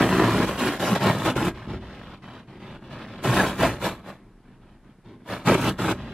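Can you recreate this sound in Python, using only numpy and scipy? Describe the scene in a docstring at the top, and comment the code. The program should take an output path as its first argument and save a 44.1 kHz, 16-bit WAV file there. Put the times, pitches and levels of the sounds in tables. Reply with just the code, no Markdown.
"""A thud, then water drumming on the windscreen: a garden hose played over a car, from the front seat.
Each of thousands of drops a second is an impulse that sets a panel ringing: fat ones make the glass drum,
small ones patter, fine spray hisses. When the jet swings off onto the bodywork only a dull patter is left.
The resonances of glass and cabin colour the impacts; beneath lie a wash of run-off and a faint rumble."""
import sys
import numpy as np
from scipy import signal
from scipy.fft import rfft, irfft, next_fast_len
from scipy.io import wavfile
from scipy.ndimage import uniform_filter1d

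SR = 44100
rng = np.random.default_rng(int(sys.argv[2]) if len(sys.argv) > 2 else 0)


def file_out(sig):
    """Save sig as 16-bit WAV at sys.argv[1]."""
    # one column per channel
    cols = np.atleast_2d(sig).T
    # limit, then scale
    lim = np.clip(cols, -1, 1)
    pcm = np.round(lim * 32767).astype(np.int16)
    wavfile.write(sys.argv[1], SR, pcm)


N = 270714
TIME = np.arange(N) / SR
SIZE = next_fast_len(N + SR // 2, True)
HZ = np.maximum(np.arange(SIZE // 2 + 1) * SR / SIZE, 1)
BODY_EDGE_S = 0.024   # time the jet takes to move onto the bodywork

# difference between the two ears: f/Hz, side level relative to mid/dB
SIDE_SPECTRUM = [(60, -48), (99, -61), (160, -64), (270, -52.5), (450, -22.5), (740, -21.5), (1220, -18.5),
                 (2010, -19), (3330, -5), (5500, 1), (9080, -1), (15000, 0.5)]
# response of the sheet metal to an impact: f/Hz, relative level/dB
METAL_SPECTRUM = [(56, -32), (95, -10.5), (118, -1), (151, -9), (178, -8.5), (243, -3.5), (281, -8),
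                  (334, -9.5), (400, -10.5), (520, -29.5), (880, -120)]
# sweeps of the jet across the windscreen, levels relative: start t/s, length/s, edge time/s,
# patter level/dB, change over the pass/dB, drumming level/dB, boom level/dB, spray level/dB
GLASS_SWEEPS = [(0.0, 0.45, 0.012, -26, -0.5, -21.5, -38, -45),
                (0.462, 0.1, 0.034, -30.5, -9, -34, -39, -47.5),
                (0.576, 0.11, 0.029, -26.5, 1.5, -31, -49, -42.5),
                (0.696, 0.059, 0.037, -30.5, -3.5, -44, -54, -47.5),
                (0.796, 0.14, 0.021, -26.5, 0, -27.5, -58, -43),
                (0.952, 0.026, 0.0086, -25.5, -10, -27, -54, -46.5),
                (1.007, 0.11, 0.052, -23, -4.5, -24, -55, -43), (1.127, 0.12, 0.021, -34, 6, -33, -45, -50),
                (1.25, 0.054, 0.023, -23, -4.5, -21.5, -43, -43),
                (1.356, 0.13, 0.018, -29, 1, -24.5, -38, -47),
                (3.238, 0.1, 0.029, -26, -6, -24.5, -44, -43.5),
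                (3.323, 0.15, 0.066, -23, -7.5, -24, -36, -40),
                (3.591, 0.083, 0.057, -23, -6.5, -22, -31.5, -40),
                (3.815, 0.054, 0.041, -25.5, 0.5, -29, -44, -42.5),
                (4.044, 0.049, 0.04, -41.5, 7, -44, -64, -64.5),
                (5.282, 0.055, 0.063, -30.5, -2.5, -32.5, -47, -51.5),
                (5.462, 0.086, 0.029, -20.5, -6.5, -17, -38, -40),
                (5.561, 0.13, 0.022, -29.5, 7, -25.5, -42, -45),
                (5.784, 0.13, 0.021, -27.5, 6.5, -24.5, -40, -47)]
# sweeps over the bodywork, levels relative:
# start t/s, length/s, patter level/dB, drumming level/dB, boom level/dB
BODY_SWEEPS = [(1.543, 0.11, -45, -43, -54), (1.679, 0.071, -41, -32, -35), (1.806, 0.34, -46.5, -44, -49),
               (2.222, 0.17, -46.5, -44, -56), (2.474, 0.1, -51.5, -44.5, -55),
               (2.598, 0.16, -46.5, -42, -54), (2.81, 0.13, -50.5, -44, -54),
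               (2.902, 0.15, -43, -40.5, -56), (3.072, 0.23, -45, -41, -57), (4.2, 0.1, -108, -53, -68),
               (4.439, 0.11, -62.5, -52, -64), (4.608, 0.14, -61.5, -54.5, -58),
               (4.83, 0.09, -63.5, -58.5, -68), (5.046, 0.093, -55.5, -44.5, -70),
               (5.194, 0.2, -63.5, -55, -66), (5.97, 0.16, -45, -38, -44)]


def from_db(db):
    """Amplitude ratio: a factor of ten for every 20 dB."""
    return 10 ** (np.asarray(db) / 20)


def rms_one(x):
    """Normalisation to unit mean power."""
    return x / np.sqrt(np.mean(x ** 2) + 1e-20)


def over_hz(points):
    """Interpolation of (f/Hz, level/dB) points on a logarithmic frequency axis."""
    hz, db = np.transpose(points)
    return np.interp(np.log(HZ), np.log(hz), db)


def filtered(x, response):
    """Linear filtering: the spectrum is multiplied by a frequency response."""
    return irfft(rfft(x, SIZE) * response, SIZE)[..., :N]


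def struck(spectrum):
    """Minimum-phase response with this spectrum, falling away outside it: sharp attack, then ringing."""
    octaves_out = np.abs(np.log2(HZ / np.clip(HZ, spectrum[0][0], spectrum[-1][0])))
    db = over_hz(spectrum) - np.minimum(30 * octaves_out, 70)
    cepstrum = irfft(np.log(from_db(db)), SIZE)[:SIZE // 2]
    cepstrum[1:] *= 2   # folding the cepstrum makes the response causal
    return np.exp(rfft(cepstrum, SIZE))


def wash(spectrum, side_floor_db):
    """Steady noise whose coherence between the ears falls from bass to treble; unit power."""
    colour = struck(spectrum)
    side_gain = from_db(np.maximum(over_hz(SIDE_SPECTRUM), side_floor_db))
    mid = filtered(rng.standard_normal(N), colour)
    side = filtered(rng.standard_normal(N), colour * side_gain)
    return rms_one(np.array([mid + side, mid - side]))


def rumble():
    """The noise floor of the cabin: steady low-frequency noise."""
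    # background spectrum: f/Hz, relative level/dB
    spectrum = [(11, -44.5), (18, -12), (33, 6), (49, -21), (70, -16), (91, -47), (150, -120)]
    return from_db(-58) * wash(spectrum, side_floor_db=-17)


def runoff():
    """Water running off the car is a faint, steady source of broadband noise."""
    # spectrum of the running water: f/Hz, relative level/dB
    spectrum = [(41, -62), (70, -25), (212, -1), (377, -15), (492, -13.5), (1070, -15), (1200, -20),
                (1530, -18.5), (6300, -39.5), (11000, -38.5), (14000, -55)]
    return from_db(-60.5) * wash(spectrum, side_floor_db=-27)


def drops(per_s, spread_db):
    """A Poisson process: impulses at independent moments, with log-normal sizes; unit power."""
    lands = rng.random(N) < per_s / SR
    force = lands * from_db(spread_db * np.clip(rng.standard_normal(N), -2, 2))
    return rms_one(force - force.mean())


def drips():
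    """Lone heavy drips excite the impulse response of the bodywork; the jet masks them except in lulls."""
    knocks = filtered(drops(per_s=26, spread_db=0.5), struck(METAL_SPECTRUM))
    return from_db(-58.5) * rms_one(knocks)


def decay_envelope(force, t60):
    """Exponential decay: the energy of each impulse falls 60 dB in t60 seconds; returns amplitude."""
    retained = from_db(-120 / (t60 * SR))
    return np.sqrt(signal.lfilter([1 - retained], [1, -retained], force ** 2 + 1e-18))


def patch_ring(force, t60=0.048, hold_s=0.14):
    """Time-varying convolution: the patch of glass under the wandering jet has its own impulse response."""
    hop = int(hold_s * SR)
    fade = np.sin(np.pi * np.arange(2 * hop) / (2 * hop))
    decay = from_db(-60 * TIME[:SR // 12] / t60)
    padded = np.pad(force, (hop, 2 * hop))
    out = np.zeros(len(padded) + len(decay))
    for start in range(0, N + hop, hop):
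        tail = decay * rng.standard_normal(len(decay))
        ring = signal.fftconvolve(padded[start:start + 2 * hop] * fade, tail / np.linalg.norm(tail))
        out[start:start + len(ring)] += ring
    return out[hop:hop + N]


def reverberation(force, stray_share=0.13, cabin_t60=0.17):
    """Incoherent sum: most drops ring one patch; strays land all over, each with its own random tail."""
    tails = decay_envelope(force, cabin_t60) * rng.standard_normal(N)
    return np.sqrt(stray_share) * tails + np.sqrt(1 - stray_share) * patch_ring(force)


def at_ears(force, wet, diffuse_hz):
    """Direct and diffuse fields: long waves reach both ears alike, short ones arrive diffuse and differ."""
    diffuse = wet * HZ ** 2 / (HZ ** 2 + diffuse_hz ** 2)
    norm = np.sqrt(1 + diffuse ** 2)
    mid = filtered(force, 1 / norm) + filtered(reverberation(force), diffuse / norm)
    side = filtered(reverberation(force), from_db(over_hz(SIDE_SPECTRUM)))
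    return np.array([mid + side, mid - side])


def cabin(x):
    """Modal superposition: glass and cabin add narrow peaks and a few notches to the response."""
    # resonances of glass and cabin: f/Hz, bandwidth/Hz, gain/dB
    modes = [(61.6, 15, 3), (109, 14, 2), (146, 8.1, 5), (189.7, 13.4, 6), (271, 12.4, -5), (378, 8.9, 6),
             (585, 38, 6), (639.5, 64, 6.5), (850, 94, 3), (1080, 25, 2.5), (1298, 104, 4), (1620, 38, 3.5),
             (1865, 7.3, 1), (2480, 48, -17), (3420, 42, 1.5), (3710, 91, -8)]
    response = 1 + sum((from_db(db) - 1) / (1 + 1j * (HZ * HZ - hz * hz) / (HZ * width))
                       for hz, width, db in modes)
    return filtered(x, response)


def sweep(start, length, edge, t60, change_db=0):
    """Envelope of one pass: a rise over the edge time, a hold that swells or fades, exponential decay."""
    age = TIME - start
    attack = (1 + np.tanh(2.34 * age / edge - 0.5)) / 2
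    hold_db = change_db * (np.clip(age / length, 0, 1) - 0.5)
    release = from_db(-60 * np.clip((age - length) / t60, 0, 2))
    return attack * from_db(hold_db) * release


def on_bodywork(release_s=0.21, metal_ring_s=0.19, boom_ring_s=0.51):
    """Envelopes of patter, drumming and boom: the metal rings on in free decay after the jet has left."""
    power = np.zeros((3, N))
    for start, length, *levels_db in BODY_SWEEPS:
        for layer, (db, ring_s) in enumerate(zip(levels_db, (0, metal_ring_s, boom_ring_s))):
            power[layer] += (from_db(db) * sweep(start, length, BODY_EDGE_S, release_s + ring_s)) ** 2
    return np.sqrt(power)


def on_glass(glass_ring_s=0.041, boom_ring_s=0.51, mist_lead_s=0.0034):
    """Envelopes of the passes over the windscreen: being incoherent, they add in power."""
    power = np.zeros((5, N))
    for start, length, edge, db, change_db, drum_db, boom_db, spray_db in GLASS_SWEEPS:
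        t60 = 5.72 * edge   # a sweep that comes slowly leaves slowly
        patter = from_db(db) * sweep(start, length, edge, t60, change_db)
        drum = from_db(drum_db) * sweep(start, length, edge, t60 + glass_ring_s, change_db)
        boom = from_db(boom_db) * sweep(start, length, edge, t60 + boom_ring_s, change_db)
        # the mist round the jet arrives just before it
        mist = from_db(spray_db) * sweep(start - mist_lead_s, length + mist_lead_s, edge, t60, change_db)
        # water thrown off the glass rains back on the bodywork
        fallback = from_db(db - 19) * sweep(start + length / 2, length / 2, length / 2, t60=1)
        power += np.square([patter, drum, boom, mist, fallback])
    return np.sqrt(power)


def surges():
    """Amplitude modulation: the level of the heavy drops shifts briefly as the core of the jet lands."""
    # square hits on the glass: centre t/s, half-length/s, gain/dB
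    hits = [(0.01, 0.048, 6), (0.22, 0.091, 4), (0.41, 0.03, 1.5), (0.886, 0.025, 2), (1.08, 0.042, 3.5),
            (3.404, 0.021, 5), (3.65, 0.029, 4), (5.692, 0.022, 2.5), (5.91, 0.022, -1.5)]
    return from_db(sum(db * np.cos(np.pi / 2 * np.clip((TIME - centre) / half, -1, 1)) ** 2
                       for centre, half, db in hits))


def envelopes(near_db=-49.5, far_dulling=0.16):
    """Power summation of all the water that lands, giving one envelope for each layer of the sound."""
    glass, glass_drum, glass_boom, glass_spray, fallback = on_glass()
    body, body_drum, body_boom = on_bodywork()
    surge = surges()
    # below near_db the jet is further off, and its treble fades faster than its patter
    body_treble = body * np.minimum(body / from_db(near_db), 1) ** far_dulling
    glass_splatter = from_db(-1.5) * np.sqrt(surge * glass * glass_spray)
    boom = [glass_boom, body_boom]
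    metal_drum = [body_drum, from_db(2.5) * fallback]
    patter = [surge * glass, body, fallback]
    splatter = [glass_splatter, from_db(-9) * body_treble, from_db(-13.5) * fallback]
    spray = [glass_spray, from_db(-29.5) * body_treble, from_db(-25) * fallback]
    layers = boom, [surge * glass_drum], metal_drum, patter, splatter, spray
    return [np.linalg.norm(parts, axis=0) for parts in layers]


def bubbles(per_s, low_hz, high_hz, cycles, spread_db):
    """Air caught in the water film resonates: damped, slightly rising tones; unit power."""
    out, t = np.zeros((2, N + SR)), TIME[:SR // 40]
    for moment, pitch, size, phase in rng.random((int(per_s * N / SR), 4)):
        hz = low_hz * (high_hz / low_hz) ** pitch
        age = t * hz / cycles   # reaches 1 after a decay of 60 dB
        angle = 2 * np.pi * hz * t * (1 + 0.042 * age)
        ear_phase = np.array([[0], [phase * min(hz / 900, 2 * np.pi)]])   # path difference to the ears
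        envelope = from_db(spread_db * size - 60 * age) * (1 - np.exp(-t * hz))
        start = int(moment * N)
        out[:, start:start + len(t)] += envelope * np.sin(angle + ear_phase)
    return rms_one(out[:, :N])


def ticks(per_s, spread_db, t60):
    """Stray drops fly off the jet and land alone, each a broadband transient; unit power."""
    sizes = (rng.random(N) < per_s / SR) * from_db(spread_db * rng.uniform(-1.1, 1, N))
    return rms_one(decay_envelope(sizes, t60) * rng.standard_normal((2, N)))


def splashes(gain_db=-3, t60=0.25, sharp_edge_s=0.014):
    """Onset transients: each pass opens with a decaying volley of drops, weaker for a slow sweep."""
    onsets = [(s, edge, db) for s, _, edge, db, *_ in GLASS_SWEEPS]
    onsets += [(s, BODY_EDGE_S, db) for s, _, db, *_ in BODY_SWEEPS]
    volley = np.zeros(N)
    for s, edge, db in onsets:
        start = int(s * SR)
        suddenness = min(sharp_edge_s / edge, 1) ** 2
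        volley[start:] += suddenness * from_db(db + gain_db - 60 * TIME[:N - start] / t60)
    force = at_ears(drops(per_s=5400, spread_db=3.5), wet=0.83, diffuse_hz=805)
    band = signal.butter(2, [500, 2830], "band", fs=SR, output="sos")
    return volley * rms_one(signal.sosfilt(band, force))


def dwells(force):
    """Selective excitation: a resonance swells and fades as the jet crosses the place that drives it."""
    # resonances of the glass driven in turn: centre t/s, half-length/s, f/Hz, bandwidth/Hz, level/dB
    resonances = [(0.185, 0.12, 380, 50, -26), (0.196, 0.25, 950, 122, -35), (0.667, 0.13, 269, 65, -25.5),
                  (0.924, 0.034, 210, 90, -21.5), (1.11, 0.15, 142, 49.7, -31.5),
                  (0.876, 0.07, 4830, 1400, -36), (1.288, 0.03, 2980, 900, -39),
                  (1.464, 0.055, 320, 109, -30), (3.314, 0.043, 135, 40, -23.5),
                  (3.4, 0.022, 1707, 59.6, -22.5), (3.638, 0.036, 650, 240, -30),
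                  (5.536, 0.041, 412, 109, -20.5), (5.674, 0.059, 2900, 900, -35.5)]
    out = np.zeros((2, N))
    for centre, half, hz, width, db in resonances:
        near = np.flatnonzero(np.abs(TIME - centre) < half)
        swell = np.cos(np.pi / 2 * (TIME[near] - centre) / half) ** 2
        band = signal.butter(2, [hz - width / 2, hz + width / 2], "band", fs=SR, output="sos")
        out[:, near] += from_db(db) * swell * rms_one(signal.sosfilt(band, force[:, near]))
    return out


def slugs(gain_db=-4, t60=0.021):
    """A damped oscillator: each slug of water pushes the glass in; it springs back and rings briefly."""
    # the heaviest slugs thudding on the glass: t/s, relative level/dB, f/Hz
    thuds = [(0.009, -0.5, 188), (0.041, -5, 274), (0.219, -4, 388), (0.251, -13, 294), (0.267, -10, 261),
             (0.288, -4.5, 340), (0.401, -6, 200), (0.495, -14, 232), (0.836, -11.5, 243), (1.069, -3, 197),
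             (1.363, -8.5, 395), (1.675, -17, 234), (3.254, -5, 300), (3.632, -6.5, 637), (3.649, -9, 670),
             (5.499, -1, 390), (5.519, -3, 506), (5.552, 2, 344), (5.904, -18, 245)]
    out, t = np.zeros(N), TIME[:SR // 5]
    for s, db, hz in thuds:
        thud = from_db(db + gain_db - 60 * t / t60) * np.sin(2 * np.pi * hz * t)
        start = int(s * SR)
        out[start:start + len(t)] += thud[:N - start]
    bass_cut = signal.butter(2, 115, "high", fs=SR, output="sos")   # the thuds carry no deep bass
    return signal.sosfilt(bass_cut, out)


def clumps(bandwidth_hz, depth_db):
    """Random amplitude modulation: the jet breaks into clumps, so the impacts come in flurries."""
    lowpass = signal.butter(2, bandwidth_hz, fs=SR, output="sos")
    return from_db(depth_db * rms_one(signal.sosfilt(lowpass, rng.standard_normal(N))))


def ringing(force, spectrum, even_s):
    """Forced vibration: impacts drive a panel's response; the flow holds the power steady over even_s."""
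    vibration = rms_one(filtered(force, struck(spectrum)))
    span = int(even_s * SR)
    power = uniform_filter1d(uniform_filter1d(vibration.mean(axis=0) ** 2, span), span)
    return vibration / np.sqrt(np.abs(power) + 1e-6)


def jet():
    """Impact excitation: fat drops drive the low ringing, finer and more numerous ones the treble."""
    # spectra of the parts of an impact, from bass to treble: f/Hz, relative level/dB
    boom_spectrum = [(31, -35), (52, 9), (75, 3.5), (95, 7.5), (120, -17), (210, -120)]
    drum_spectrum = [(56, -31.5), (95, -10), (119, 4), (151, -5), (183, 3.5), (226, -7.5), (258, 5),
                     (291, -2), (328, 4.5), (381, -14.5), (400, 2), (520, -28.5), (880, -120)]
    patter_spectrum = [(240, -32.5), (400, 3.5), (435, -3), (653, -7), (744, -5.5), (1050, -3),
                       (1140, -6.5), (1670, -8), (2500, -12.5), (3250, -50.5), (5500, -120)]
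    splatter_spectrum = [(1470, -37.5), (2500, 0.5), (3760, -2), (6460, -22.5), (8000, -31), (10400, -40),
                         (17600, -120)]
    spray_spectrum = [(2820, -8), (4800, -3), (5850, -4), (8060, -2.5), (9300, -6), (11400, -3.5),
                      (15000, -14), (15600, -15)]
    boom, glass_drum, metal_drum, patter, splatter, spray = envelopes()
    flurry = clumps(bandwidth_hz=153, depth_db=1.2)
    fat = at_ears(drops(per_s=520, spread_db=2) * flurry, wet=1, diffuse_hz=880)
    small = at_ears(drops(per_s=1700, spread_db=3.5) * flurry, wet=1.26, diffuse_hz=880)
    mist = drops(per_s=5000, spread_db=1.5) * clumps(bandwidth_hz=330, depth_db=2)
    fine = at_ears(mist, wet=1.2, diffuse_hz=800)
    strays = ticks(per_s=70, spread_db=11.5, t60=0.072)
    splatter_force = small + 0.27 * fat + 0.43 * strays
    spray_force = fine + 0.26 * small + 0.57 * strays
    out = from_db(-2) * boom * ringing(fat, boom_spectrum, even_s=0.046)
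    out += from_db(-2.5) * glass_drum * ringing(fat, drum_spectrum, even_s=0.034)
    out += from_db(-1) * metal_drum * ringing(fat, METAL_SPECTRUM, even_s=0.018)
    out += from_db(-1.56) * patter * ringing(fat + 0.58 * small, patter_spectrum, even_s=0.045)
    out += from_db(0.17) * splatter * ringing(splatter_force, splatter_spectrum, even_s=0.18)
    out += from_db(0.75) * spray * ringing(spray_force, spray_spectrum, even_s=0.068)
    out += from_db(-4) * splatter * bubbles(per_s=160, low_hz=1348, high_hz=4310, cycles=65, spread_db=30)
    out += from_db(-7) * spray * bubbles(per_s=110, low_hz=4360, high_hz=11960, cycles=78, spread_db=31)
    return out + dwells(fat + small) + slugs() + splashes()


def scene():
    """Superposition: rumble and run-off lie under the impacts, which the cabin colours."""
    return rumble() + runoff() + cabin(jet() + drips())


def record(dry, cutoff_hz=15750):
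    """Soft saturation rounds the highest peaks; a steep low-pass removes the top of the treble."""
    return filtered(np.tanh(dry), 1 / np.sqrt(1 + (HZ / cutoff_hz) ** 300))


dry = scene()
out = record(dry)
file_out(out)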